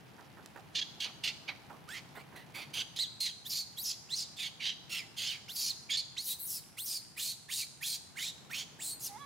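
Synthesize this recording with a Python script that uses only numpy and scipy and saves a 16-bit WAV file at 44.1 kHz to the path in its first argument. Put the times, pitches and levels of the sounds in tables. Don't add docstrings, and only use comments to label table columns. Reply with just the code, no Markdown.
import sys
import numpy as np
from scipy import signal
from scipy.fft import rfft, irfft
from scipy.io import wavfile
from scipy.ndimage import uniform_filter1d, map_coordinates

SR = 44100
rng = np.random.default_rng(int(sys.argv[2]) if len(sys.argv) > 2 else 0)


def int16_out(signal):
    q = np.round(np.clip(np.atleast_2d(signal).T, -1, 1) * 32767)
    wavfile.write(sys.argv[1], SR, q.astype(np.int16))


N = 407925
TIME = np.arange(N) / SR
TOP_HZ = 15800
SWELL_DB, FADE_DB = 13, 12


def undb(db):
    return 10 ** (np.asarray(db) / 20)

def curves(table):
    s, *columns = np.transpose(table)
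    return [np.interp(TIME, s, c) for c in columns]

def gain_at(points, hz):
    f, db = np.transpose(points)
    return undb(np.interp(np.log(hz + 1e-9), np.log(f), db))

def colour(x, shape):
    return irfft(rfft(x) * shape(np.linspace(0, SR / 2, x.shape[-1] // 2 + 1)), x.shape[-1])

def moving(x, shape, control, size=256):
    hz, s, frames = signal.stft(x, SR, nperseg=size)
    gain = shape(hz[:, None], np.interp(s, TIME, control))
    return signal.istft(frames * gain, SR, nperseg=size)[1][:N]

def band(x, low_hz, high_hz, order=2):
    sos = signal.butter(order, [low_hz, min(high_hz, .49 * SR)], "band", fs=SR, output="sos")
    return signal.sosfilt(sos, x)

def unit(x):
    return x / np.sqrt(np.mean(x ** 2))

def steady(x, size=500):
    return x / np.sqrt(uniform_filter1d(uniform_filter1d(x ** 2, size), size) + 1e-12)

def wobble(rate_hz):
    return unit(signal.sosfilt(signal.butter(2, rate_hz, fs=SR, output="sos"), rng.standard_normal(N)))

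def place(x, pan_db):
    return np.array([x * undb(pan_db / 2), x * undb(-pan_db / 2)])

def air(side_db=-3, hum_top_hz=260):
    # (frequency [Hz], relative density [dB])
    spectrum = [(30, -69), (55, -8), (140, 6.5), (260, -4), (560, -13.5), (800, -9.5), (1200, -15.5),
                (3000, -20.5), (4500, -29), (7500, -39.5), (11000, -30.5), (15500, -38)]
    # (time [s], level [dB], extra gain of the hiss [dB])
    drift = [(0, -60.5, 6), (2.7, -59.5, 6), (3.3, -62.5, 3.5), (5, -61.5, 5.5), (7.6, -64, 2.5),
             (8.5, -61.5, 6)]
    level_db, hiss_db = curves(drift)
    mid, side = (unit(colour(rng.standard_normal(N), lambda f: gain_at(spectrum, f))) for _ in range(2))
    both = mid + undb(side_db) * np.array([side, -side])
    hum = colour(both, lambda f: 1 / (1 + (f / hum_top_hz) ** 4))
    return undb(level_db) * (hum * place(np.ones(N), pan_db=3.0) + (both - hum) * undb(hiss_db))

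def forest(x, early_db=-13, early_s=0.041, tail_db=-17, t60_s=0.62, treble_t60_s=0.67, build_s=0.059):
    t = TIME[:SR]
    channels = []
    for _ in range(2):
        near, low, high = rng.standard_normal((3, SR))
        early = near * np.exp(-t / early_s) * (t > .002)
        middle = band(low, 690, 4900) * undb(-60 * t / t60_s)
        treble = undb(4.0) * band(high, 3880, 10550) * undb(-60 * t / treble_t60_s)
        tail = (middle + treble) * (1 - np.exp(-t / build_s))
        echo = undb(early_db) * early / np.linalg.norm(early)
        echo += undb(tail_db) * tail / np.linalg.norm(tail)
        channels.append(signal.fftconvolve(x, echo)[:N])
    return np.array(channels)

def far_animal(jitter=0.0115, onset_s=0.015):
    # (time [s], pitch [Hz], level [dB])
    course = [(9.085, 402, -55), (9.135, 406, -52.5), (9.165, 435, -47), (9.19, 554, -58),
              (9.215, 575, -48.5), (9.25, 558, -50.5)]
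    # (frequency [Hz], gain [dB])
    throat = [(560, -28), (800, 15), (1120, -2), (1700, -13), (2100, -2), (2800, -64), (3500, -8),
              (5000, -34)]
    pitch, level_db = curves(course)
    phase = 2 * np.pi * np.cumsum(pitch * (1 + jitter * wobble(111))) / SR
    call = sum(gain_at(throat, k * pitch) * np.sin(k * phase) for k in range(1, 9))
    onset = np.clip((TIME - course[0][0]) / onset_s, 0, 1)
    return place(steady(call) * undb(level_db) * onset, pan_db=-7.5)

def leaves(ring_s=0.001, rustle_db=-70, spread_db=5):
    # (time [s], level [dB])
    cracks = [(0.4604, -40.5), (1.89, -43)]
    snaps = sum(undb(db) * (TIME >= s) * np.exp(-abs(TIME - s) / ring_s) for s, db in cracks)
    rustle = unit(band(rng.standard_normal(N), 1260, 6100) * undb(spread_db * wobble(145)))
    return snaps * unit(band(rng.standard_normal(N), 1500, 6600, order=1)) + undb(rustle_db) * rustle

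def huffs(start_hz=1533, fall_octaves_per_s=10.9):
    # (start [s], length [s], level [dB])
    breaths = [(0.178, 0.049, -57.5), (0.369, 0.045, -57), (.556, 0.036, -52), (1.047, 0.046, -54.5),
               (1.478, 0.051, -54.5), (1.69, 0.076, -54.5), (2.152, 0.049, -51.5), (2.322, 0.065, -56),
               (2.552, 0.066, -55), (2.75, 0.07, -56)]
    # (frequency [multiple of the resonance], gain [dB])
    response = [(.05, -65), (.2, -2.5), (.45, -5.5), (.65, 3), (.8, -7), (1, -1), (1.25, -3), (1.6, -14.5),
                (2.8, -31)]
    swell, glides = 0, []
    for s, length, db in breaths:
        corners_s = [s - .006, s + 0.0094, s + length / 2, s + length + 0.036]
        swell += undb(db) * np.interp(TIME, corners_s, [0, 1, 1, 0])
        glides += [(s, start_hz), (s + length, start_hz * 2 ** (-fall_octaves_per_s * length))]
    resonance_hz, = curves(glides)
    grain = rng.standard_normal(N) * undb(2.9 * wobble(89))
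    return swell * unit(moving(grain, lambda f, hz: gain_at(response, f / hz), resonance_hz, size=512))

def ground_bounce(x, lag_s=0.001294, bounce_db=-9):
    lag = lag_s * (1 + 0.225 * wobble(1.0))
    return x + undb(bounce_db) * map_coordinates(x, [(TIME - lag) * SR], order=3)

def mouth(x, spacing_hz=3300, depth_db=5, shift=0.08, shift_hz=16):
    ripple = lambda f, size: undb(depth_db * np.cos(2 * np.pi * f * size / spacing_hz))
    return moving(x, ripple, 1 + shift * wobble(shift_hz))

def biphonation(jitter=0.055, warble=.022, flutter_db=3, edge_s=0.0099):
    # (start [s], length [s], start pitch [Hz], end pitch [Hz], level [dB])
    slides = [(3.225, .060, 3200, 1800, -52), (4.165, .045, 6100, 4500, -38),
              (4.385, .085, 2650, 2100, -49), (4.600, .035, 2400, 2100, -46),
              (5.272, .040, 5700, 3300, -38.5), (5.605, .075, 5500, 5900, -43),
              (5.685, .030, 5400, 3900, -37), (5.893, .018, 2400, 2100, -42),
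              (7.590, .055, 2700, 2250, -50), (8.180, .075, 1800, 2450, -47),
              (8.525, .035, 2250, 2800, -43)]
    tones = 0
    for s, length, from_hz, to_hz, db in slides:
        pitch = np.interp(TIME, [s, s + length], [from_hz, to_hz])
        pitch *= 1 + jitter * wobble(614) + warble * wobble(60)
        swell = np.clip(np.minimum(TIME - s, s + length - TIME) / edge_s + .5, 0, 1)
        tones += undb(db) * swell * np.sin(2 * np.pi * np.cumsum(pitch) / SR)
    return np.sqrt(2) * tones * unit(undb(flutter_db * wobble(125)))

def larynx(pitch, rough, half_db=-19, rasp_db=-5.5, overtone_db=-17):
    # (frequency [multiple of the pitch], gain [dB])
    spectrum = [(.3, -16), (.43, -15), (.52, -3), (.62, -4), (.84, 0), (1, 5), (1.25, -1), (1.5, -1),
                (1.75, -7), (2, -4), (2.5, -13), (4, -20)]
    rough = np.clip(rough * (1 + .06 * wobble(40)), 0, 1)
    centre = uniform_filter1d(pitch, size=300) * (1 + .028 * rough * wobble(55))
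    hz = centre * (1 + (.014 + .065 * rough ** 2) * wobble(700))
    phase = 2 * np.pi * np.cumsum(hz) / SR
    doubling = undb(half_db + 3 * wobble(12)) * np.minimum(2 * rough, 1) ** 2
    tone = np.sin(phase) + doubling * np.sin(phase / 2)
    for k in range(2, 6):
        overtone = undb(overtone_db + 4 * wobble(70)) * np.sin(k * phase)
        overtone += doubling * np.sin((k - .5) * phase)
        tone += (2 / k) ** 2 * overtone * (k * hz < SR / 2)
    rasp = steady(moving(rng.standard_normal(N), lambda f, p: gain_at(spectrum, f / p), centre))
    return np.sqrt(1 - rough ** 2) * steady(tone) + (undb(rasp_db) * rough ** 2 + .06) * rasp

def voicing(calls, attack_s=0.0025, release_s=0.015):
    gate = np.zeros(N)
    for call in calls:
        start, end = call[0, 0], call[-1, 0]
        near = (TIME > start - .03) & (TIME < end + .06)
        attack = np.minimum(TIME[near] - start, 0) / attack_s
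        release = np.maximum(TIME[near] - end, 0) / release_s
        gate[near] = np.maximum(gate[near], np.exp(attack - release))
    return gate

def arch(u, start_hz, mid_hz, end_hz):
    return mid_hz + (np.where(u < .5, start_hz, end_hz) - mid_hz) * (2 * u - 1) ** 2

def edges(t, length, swell_s, fade_s):
    return -SWELL_DB * np.maximum(1 - t / swell_s, 0) - FADE_DB * np.maximum(1 - (length - t) / fade_s, 0)

def yelp(s, length, swell_s, fade_s, start_hz, mid_hz, end_hz, rough, db, treble_db, mouth_hz, sag_db=9):
    t = np.linspace(0, length, 100)
    pitch = arch(t / length, start_hz, mid_hz, end_hz)
    level_db = db + edges(t, length, swell_s, fade_s)
    treble_db = treble_db + sag_db * (.5 - t / length)
    return np.column_stack(np.broadcast_arrays(s + t, pitch, rough, level_db, treble_db, 0, mouth_hz, 0))

def scream(s, whistle_s, rasp_s, start_hz, hold_hz, climb_s, leap_hz, break_hz, mid_hz, end_hz,
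           whistle_db, pinch_db, rasp_db, end_rough, whistle_treble_db, rasp_treble_db, pierce_db):
    swell_s, brighten_s, leap_s, break_s, strain_s, fade_s = 0.016, 0.069, 0.011, 0.01166, 0.11, 0.025
    whistle_rough, break_rough, arch_db, sag_db = 0.5, 0.92, 2.5, 11.5
    t = np.linspace(0, whistle_s + rasp_s, 200)
    climb = hold_hz + (start_hz - hold_hz) * np.exp(-t / climb_s)
    leap = np.exp(np.minimum(t - whistle_s, 0) / leap_s)
    pinch = pinch_db * np.interp(t, [swell_s, 0.77 * whistle_s], [0, 1])
    whistle = np.array([climb + leap * (leap_hz - climb),
                        whistle_rough + 0.0276 * np.maximum(pinch, 0),
                        whistle_db - pinch * (1 - leap / 2),
                        whistle_treble_db + 0.88 * pinch])
    spent = np.clip((t - whistle_s) / rasp_s, 0, 1)
    rasp = np.array([arch(spent, break_hz, mid_hz, end_hz),
                     break_rough + (end_rough - break_rough) * spent ** 3,
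                     rasp_db - arch_db * (2 * spent - 1) ** 2,
                     rasp_treble_db + sag_db * (.5 - spent)])
    broken = np.clip((t - whistle_s) / break_s + .5, 0, 1)
    pitch, rough, level_db, treble_db = whistle + broken * (rasp - whistle)
    level_db += edges(t, t[-1], swell_s, fade_s)
    treble_db -= SWELL_DB * np.maximum(1 - t / brighten_s, 0)
    strain = np.exp(-((t - whistle_s) / strain_s) ** 2)
    mouth_hz = 2540 + 0.46 * mid_hz
    columns = s + t, pitch, rough, level_db, treble_db, pierce_db * strain, mouth_hz, 1
    return np.column_stack(np.broadcast_arrays(*columns))

def shrieks(split_hz=7500, plain_db=-4, droop=0.55, pierce_hz=12900, pierce_width_hz=4700, rattle_db=1.1):
    # (start [s], length [s], swell [s], fade [s], start pitch [Hz], mid pitch [Hz],
    # end pitch [Hz], roughness [0-1], level [dB], treble against body [dB], mouth resonance [Hz])
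    yelps = [(0.750, 0.059, 0.0036, 0.0091, 3200, 3450, 3070, .97, -33.5, -24.5, 4280),
             (0.812, 0.024, 0.0041, 0.0077, 3250, 3260, 3450, 0.9, -33.5, -31, 4340),
             (1.001, 0.079, 0.0033, 0.025, 3300, 3010, 2370, 1, -37, -19, 4330),
             (1.236, 0.076, 0.0019, 0.02, 2750, 2750, 2497, 1, -34.5, -18.5, 4630),
             (1.481, 0.022, 0.014, 0.016, 2260, 2390, 2050, 0.85, -29.5, -33, 4200),
             (2.150, 0.076, 0.0065, 0.01, 1536, 2074, 2470, 0.8, -55.5, -10, 4200),
             (2.357, 0.072, 0.0051, 0.074, 1937, 1950, 1907, 0.87, -49.5, -12, 4200),
             (2.543, 0.11, 0.0061, 0.023, 2116, 2417, 2196, .95, -45, -12.5, 4300),
             (2.738, 0.088, 0.15, 0.0066, 3044, 3133, 3103, 0.75, -28, -13.5, 4294),
             (2.96, 0.029, 0.0045, 0.002, 3200, 3780, 3530, .95, -41, -13, 4430),
             (2.985, 0.069, 0.002, 0.018, 3132, 4304, 3177, 0.62, -32, -14.5, 4500),
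             (3.203, 0.1, 0.0018, 0.037, 4212, 4100, 3194, 0.87, -34, -12, 4425),
             (4.367, .120, 0.038, 0.0097, 3417, 3460, 3040, 0.85, -39, -12.5, 4410),
             (4.604, 0.12, 0.053, 0.026, 2998, 3203, 3130, 0.88, -34, -23, 4170),
             (4.896, 0.13, 0.034, 0.039, 2775, 2750, 1946, 0.79, -38, -11, 4840),
             (5.168, 0.2, 0.02, 0.051, 3097, 3100, 2154, 0.92, -37.5, -13, 4580),
             (5.897, 0.074, 0.011, 0.01, 3110, 3480, 3660, 0.8, -33, -16, 4675),
             (5.958, 0.057, 0.0018, 0.017, 4114, 4370, 4063, 0.76, -33, -16, 4800),
             (8.998, 0.091, 0.048, 0.016, 4360, 6270, 3990, 0.85, -38.5, 4, 4600)]
    # (start [s], whistle [s], rasp [s], start pitch [Hz], climb target [Hz],
    # climb time [s], leap target [Hz], rasp start [Hz], rasp middle [Hz], rasp end [Hz],
    # whistle level [dB], pinch [dB], rasp level [dB], final roughness [1 = all rasp],
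    # whistle treble [dB], rasp treble [dB], piercing top [dB])
    screams = [(1.877, 0.06, 0.067, 1107, 1973, 0.037, 1896, 1850, 2132, 2300, -47, -1.5, -43, 0.87, -4, -17.5, -4),
               (3.452, 0.045, 0.14, 3100, 4680, 0.051, 6000, 4800, 4570, 4200, -39.5, 12, -35.5, 0.57, 3.5, -9.5, 28),
               (3.77, 0.072, 0.098, 3200, 6030, 0.073, 7580, 5500, 5120, 4200, -38.5, 4, -35.5, 1, 6, -10.5, 22),
               (4.09, 0.065, 0.1, 2400, 4225, 0.019, 4280, 5000, 4930, 3502, -47, -17, -39.5, 0.83, -1, -11, 0),
               (5.481, 0.075, 0.17, 2150, 6155, 0.056, 5420, 4500, 4634, 3800, -41.5, 7.5, -35.5, 0.91, -2, -6.5, 24),
               (6.168, 0.09, 0.097, 1900, 4500, 0.012, 7440, 4400, 3905, 4200, -34.5, 14, -36, 0.72, -8.5, 3.5, 9),
               (6.386, 0.084, 0.13, 3900, 4120, .02, 6200, 6000, 5550, 4300, -43.5, -2.5, -39, 0.79, 23.5, 5, 4),
               (6.773, 0.085, 0.14, 1900, 4520, 0.032, 6286, 5800, 4920, 4300, -39.5, 3, -37.5, 0.55, 9, -2.5, 3),
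               (7.167, 0.023, 0.15, 1750, 3670, 0.038, 2714, 3100, 4327, 4000, -39.5, 6, -37, 0.75, 8, -2, 4),
               (7.488, .024, 0.14, 1500, 3356, .04, 2558, 2900, 4340, 4300, -41.5, 7, -36.5, 0.78, 3, -1.5, -5),
               (7.811, 0.025, 0.14, 1650, 2918, 0.04, 2442, 2800, 4360, 4200, -41.5, -7, -36.5, 0.95, 7, -3, 4),
               (8.158, 0.029, 0.13, 1400, 3007, 0.041, 2372, 2650, 3830, 3592, -44, 0, -39, 0.75, 0, -8, 1),
               (8.498, 0.036, 0.11, 1230, 3004, 0.051, 2172, 2300, 3098, 2935, -44, 4, -40, 1.15, 0, -11.5, 1),
               (8.790, 0.026, 0.14, 1400, 3002, 0.054, 3113, 3300, 4360, 4300, -46, 1.5, -39.5, 0.32, 9.5, 5.5, -22)]
    # (frequency [multiple of the mouth resonance], gain [dB])
    scream_throat = [(.15, -3), (.33, 0.5), (.47, 0), (.87, 8.5), (1.27, 9), (1.55, 13), (1.8, 13),
                     (3.6, 16)]
    yelp_throat = [(.15, 2), (.32, -2), (.46, 6), (.7, 10), (.83, 10), (1, 15), (1.12, 11.5), (1.24, 6),
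                   (1.42, 11.5), (1.7, -0.5)]
    calls = [yelp(*row) for row in yelps] + [scream(*row) for row in screams]
    calls.sort(key=lambda call: call[0, 0])
    pitch, rough, level_db, treble_db, pierce_db, mouth_hz, wide_open = curves(np.vstack(calls))
    folds = larynx(pitch, rough)
    through = lambda throat: moving(folds, lambda f, hz: gain_at(throat, f / hz), mouth_hz)
    voice = ground_bounce(wide_open * through(scream_throat) + (1 - wide_open) * through(yelp_throat))
    body = colour(voice, lambda f: 1 / (1 + (f / split_hz) ** 20))
    top = mouth(colour(voice - body, lambda f: f < TOP_HZ))
    tilt = lambda f, db: undb(droop * (db - plain_db) * np.log2(np.maximum(f / split_hz, 1)))
    top = moving(top, tilt, treble_db)
    top = moving(top, lambda f, db: undb(db * np.exp(-((f - pierce_hz) / pierce_width_hz) ** 2)), pierce_db)
    mix = (steady(body) + undb(treble_db) * steady(top)) / np.sqrt(1 + undb(2 * treble_db))
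    shake_db = rattle_db * rough * wobble(76)
    return mix * undb(level_db + shake_db) * voicing(calls) + biphonation()

def scene():
    # (frequency [Hz], extra left minus right [dB])
    balance = [(2300, 2.5), (4400, 6.5), (15000, 13)]
    cries = shrieks()
    left, right = place(cries, pan_db=-9.5)
    twist = lambda f: np.exp(-.5j * np.clip(f / 3000 - 2, 0, 1))
    left = colour(left, lambda f: gain_at(balance, f) ** .5 * twist(f))
    right = colour(right, lambda f: gain_at(balance, f) ** -.5)
    stirring = huffs() + leaves()
    direct = np.array([left, right]) + place(stirring, pan_db=-8)
    return direct + forest(cries + stirring) + far_animal() + air()

def record(dry):
    return signal.sosfilt(signal.ellip(10, .2, 70, TOP_HZ, fs=SR, output="sos"), dry)


dry = scene()
out = record(dry)
int16_out(out)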